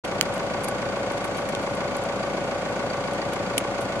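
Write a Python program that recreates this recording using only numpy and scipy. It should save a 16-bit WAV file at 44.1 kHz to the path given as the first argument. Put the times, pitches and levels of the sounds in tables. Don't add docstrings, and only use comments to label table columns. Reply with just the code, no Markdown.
import sys
import numpy as np
from scipy import signal
from scipy.fft import rfft, irfft
from scipy.io import wavfile
from scipy.ndimage import uniform_filter1d, minimum_filter1d

SR = 44100
rng = np.random.default_rng(int(sys.argv[2]) if len(sys.argv) > 2 else 0)


def store_wav(level_fs):
    pcm = np.round(np.clip(np.atleast_2d(level_fs), -1, 1) * 32767)
    wavfile.write(sys.argv[1], SR, pcm.T.astype(np.int16))


N = 176400
T = np.arange(N) / SR

CYCLE_HZ = 7.089
METAL_REPEAT = .73
# (knock [dB], weaker blow [dB], clatter [dB], slap [dB])
CYLINDERS = [(1.3, -8, -2, -3.5), (-4, -13, -.5, -4.5), (.3, -15, 0, -.5), (1, -11, 1.5, 0)]


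def engine():
    # (frequency [Hz], left minus right [dB])
    balance_db = [(60, 4), (180, 2), (550, 1), (1650, 0), (4970, 0.5), (15000, -2)]
    wander_s = .00015
    clock = T + wander_s * drift(hz=3)
    wide = spread(hiss() + rumble(clock) + clatter(clock) + slap(clock) + pings())
    both = wide + tones(clock) + knock() + thud(clock)
    lean_db = per_bin(balance_db) / 2
    return irfft(rfft(both) * amp([lean_db, -lean_db]), N)


def firings():
    first_s, count = .004, len(CYLINDERS)
    return [(first_s + (turn + k / count) / CYCLE_HZ, *levels)
            for turn in range(int(N / SR * CYCLE_HZ) + 1) for k, levels in enumerate(CYLINDERS)]


def rumble(clock):
    # (frequency [Hz], relative level [dB])
    spectrum = [(20, -32), (45, -44), (66, -53), (88, -4.5), (190, -2), (330, -2.5), (440, -7), (560, -2),
                (780, -5.5), (1000, -16), (1300, -17), (4000, -69)]
    swell_db, delay_s = 1.5, .02
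    beat = np.cos(2 * np.pi * len(CYLINDERS) * CYCLE_HZ * (clock - delay_s))
    return amp(-32) * colour(cyclic_noise(clock, repeat=.49) * amp(swell_db * beat), spectrum)


def knock():
    # (frequency [Hz], relative level [dB], t60 [s])
    panels = [(511, -35.5, .22), (563, -6.3, .034), (660, -22, .045), (1130, -27, .04), (1455, -29, .035)]
    delay_s, rise_s, jitter_s, scatter_db = .0115, .005, .00005, .5
    blows, t = np.zeros(N + SR), T[:SR // 4]
    midway = .5 / (len(CYLINDERS) * CYCLE_HZ)
    for s, knock_db, soft_db, _, _ in firings():
        for at, db in ((s, knock_db), (s + midway, soft_db)):
            slip, size = rng.standard_normal(2)
            blows[round((at + delay_s + jitter_s * slip) * SR)] += amp(db + scatter_db * size)
    swell = (1 - np.exp(-t / rise_s)) ** 2
    return signal.fftconvolve(blows, swell * ringing(panels, t))[:N]


def clatter(clock):
    # (frequency [Hz], relative level [dB])
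    spectrum = [(60, -40), (450, -1), (980, 1), (1130, 0.5), (1300, -6.5), (1480, 6.5), (1700, -14.5),
                (2170, -0.5), (2550, -6.5), (2850, -10), (3300, -9), (3900, -14.5), (4650, -12),
                (5100, -17.5), (6800, -15), (9500, -27), (11600, -55), (13000, -72)]
    hits = [(s, db) for s, _, _, db, _ in firings()]
    running, grit = .55, .041
    level = np.hypot(bursts(hits, delay_s=0, rise_s=.006), running) * np.exp(grit * drift(hz=480))
    return amp(-35.5) * colour(level * cyclic_noise(clock, METAL_REPEAT), spectrum)


def slap(clock):
    # (frequency [Hz], relative level [dB])
    spectrum = [(200, -20), (400, -3), (780, 0), (1500, -9), (2400, -17), (13000, -80)]
    hits = [(s, db) for s, _, _, _, db in firings()]
    level = bursts(hits, delay_s=.0105, rise_s=.004)
    return amp(-38.5) * colour(level * cyclic_noise(clock, METAL_REPEAT), spectrum)


def tones(clock):
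    # (multiple of the cycle rate, level [dB])
    harmonics = [(4, -64), (8, -51.3), (17, -52), (28, -49), (40, -49), (60, -48), (93, -45), (112, -48),
                 (158, -48), (164, -49)]
    return np.sqrt(2) * sum(amp(db) * np.sin(2 * np.pi * (k * CYCLE_HZ * clock + rng.random()))
                            for k, db in harmonics)


def pings():
    # (frequency [Hz], level [dB], t60 [s], looseness [0-1])
    parts = [(1859, -45, 0.1, 0), (2140, -41.5, 0.06, .3), (4620, -39.8, 0.034, 1),
             (6600, -45.5, 0.025, .7)]
    # (time [s], relative level [dB])
    rattle = [(2.5, -1), (3.15, 5), (3.8, 0)]
    delay_s, jitter_s, rise_s, scatter_db, detune = .004, .002, .0006, 3.5, .018
    out, t = np.zeros((2, N + SR)), T[:SR // 15]
    for s, _, _, clatter_db, _ in firings():
        rattle_db = np.interp(s, *np.transpose(rattle))
        for hz, db, t60, loose in parts:
            slip, size, stray = rng.standard_normal(3)
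            at = max(round((s + delay_s + jitter_s * slip) * SR), 0)
            turns = hz * (1 + detune * loose * stray) * t + rng.random((2, 1))
            ring = (1 - np.exp(-t / rise_s)) * np.sin(2 * np.pi * turns)
            strike_db = db + clatter_db + loose * rattle_db + scatter_db * size
            out[:, at:at + len(t)] += amp(strike_db - 60 * t / t60) * ring
    return out[:, :N]


def thud(clock):
    first_s, hz, t60 = .1262, 380, .008
    t = (clock - first_s) % (1 / CYCLE_HZ)
    bump = amp(-21 - 60 * t / t60) * np.sin(2 * np.pi * hz * t)
    return signal.sosfilt(signal.butter(3, 110, "high", fs=SR, output="sos"), bump)


def click():
    # (frequency [Hz], relative level [dB], t60 [s])
    modes = [(2400, -5, 0.003), (3100, -2.5, 0.0052), (4500, 3, 0.0026), (6500, 2, 0.002),
             (10200, -10, 0.0014)]
    at_s, right_lag_s, rise_s, fizz_s = .2112, .0001, .0001, .002
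    t = np.maximum(T - at_s - np.array([[0], [right_lag_s]]), 0)
    fizz = amp(-20) * np.exp(-t / fizz_s) * rng.standard_normal((2, N))
    return pan(left_db=-10) * (1 - np.exp(-t / rise_s)) * (ringing(modes, t) + fizz)


def ticks():
    # (time [s], level [dB], decay [s], body against edge [dB])
    events = [(0.048, -37, 0.0053, 7.5), (0.225, -35.5, 0.0055, 2), (0.338, -39, 0.01, -1),
              (0.378, -34, 0.0017, 4), (.635, -34, 0.0056, -5), (0.643, -29.5, .005, -20),
              (0.684, -29, 0.0057, -22), (1.118, -41, 0.0046, 3), (1.178, -39, 0.0034, 8),
              (1.243, -38, 0.012, -19), (1.367, -44, 0.028, 3), (1.489, -33.5, .004, 2),
              (1.55, -34, 0.0015, 15.5), (1.615, -51, 0.043, -10), (1.75, -39.5, 0.0038, -3),
              (1.966, -34, 0.0043, -17), (2.038, -36, 0.0025, -10), (3.134, -39, .004, 1),
              (3.333, -36.5, 0.0057, 4), (3.5794, -14, 0.0031, -2), (3.808, -42, 0.02, 0)]
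    # (frequency [Hz], relative level [dB])
    edge_spectrum = [(2000, -19), (6500, -9), (9200, 0), (11600, -3), (12900, -24), (15500, -50)]
    # (frequency [Hz], relative level [dB])
    body_spectrum = [(1600, -22), (2200, 0), (3200, 2), (4200, -10), (6000, -8), (11800, -25), (13500, -60)]
    rise_s, tail_db, tail_s, grit = .0004, -27, .013, .11
    edge, body = (colour(rng.standard_normal((2, N)) * np.exp(grit * drift(hz=990)), spectrum)
                  for spectrum in (edge_spectrum, body_spectrum))
    out = np.zeros((2, N))
    for s, db, decay_s, body_db in events:
        t = np.maximum(T - s, 0)
        fall = np.exp(-t / decay_s) + amp(tail_db) * np.exp(-t / tail_s)
        out += amp(db) * (1 - np.exp(-t / rise_s)) * fall * (edge + amp(body_db) * body)
    return pan(left_db=2.5) * out


def hiss():
    # (frequency [Hz], relative level [dB])
    spectrum = [(60, -23), (1000, 14.5), (5000, -1), (8000, -9.5), (11600, -12.5), (12700, -47),
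                (14000, -60)]
    return amp(-38.5) * colour(rng.standard_normal((2, N)), spectrum)


def spread(pair):
    # (frequency [Hz], correlation [-1 to 1])
    likeness = [(60, .85), (130, .88), (290, .86), (640, .84), (1410, .6), (2000, 0), (3100, -.4),
                (5000, -.35), (7000, 0)]
    a, b = rfft(pair)
    same = per_bin(likeness)
    mid, side = a * np.sqrt((1 + same) / 2), b * np.sqrt((1 - same) / 2)
    return irfft(np.array([mid + side, mid - side]), N)


def cyclic_noise(clock, repeat):
    size = round(SR / CYCLE_HZ)
    loops = irfft(np.exp(2j * np.pi * rng.random((2, size // 2 + 1))), size)
    again = unit(loops[:, np.round(clock * SR).astype(int) % size])
    return np.sqrt(repeat) * again + np.sqrt(1 - repeat) * rng.standard_normal((2, N))


def bursts(hits, delay_s, rise_s):
    level, age = np.zeros(N + SR), T[:SR // 20] / rise_s
    for s, db in hits:
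        at = round((s + delay_s) * SR)
        level[at:at + len(age)] += amp(db) * age * np.exp(1 - age)
    return level[:N]


def ringing(modes, t):
    return sum(amp(db - 60 * t / t60) * np.sin(2 * np.pi * hz * t) for hz, db, t60 in modes)


def drift(hz):
    return unit(irfft(rfft(rng.standard_normal(N)) * (np.fft.rfftfreq(N, 1 / SR) < hz), N))


def colour(x, spectrum):
    return unit(irfft(rfft(x) * amp(per_bin(spectrum)), N))


def per_bin(points):
    hz, value = np.transpose(points)
    return np.interp(np.log(np.fft.rfftfreq(N, 1 / SR) + 1), np.log(hz), value)


def pan(left_db):
    return amp(np.array([[left_db], [-left_db]]) / 2)


def amp(db):
    return 10 ** (np.asarray(db) / 20)


def unit(x):
    return x / np.sqrt(np.mean(x ** 2) + 1e-20)


def scene():
    return engine() + ticks() + click()


def record(dry):
    threshold, deepest_db, hold, late = .51, -.5, round(.013 * SR), SR // 1000
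    start_s, fade_s, top_hz = .0368, .0097, 16000
    peak = np.maximum(abs(dry).max(0), threshold)
    held = minimum_filter1d(np.maximum(threshold / peak, amp(deepest_db)), hold)
    gain = uniform_filter1d(np.roll(held, hold // 2 + late), late)
    wet = np.clip(dry * gain, -1, 1) * np.clip((T - start_s) / fade_s, 0, 1)
    lowpass = signal.firwin(255, top_hz, window=("kaiser", 9), fs=SR)
    return signal.oaconvolve(wet, lowpass[None], "same")


dry = scene()
out = record(dry)
store_wav(out)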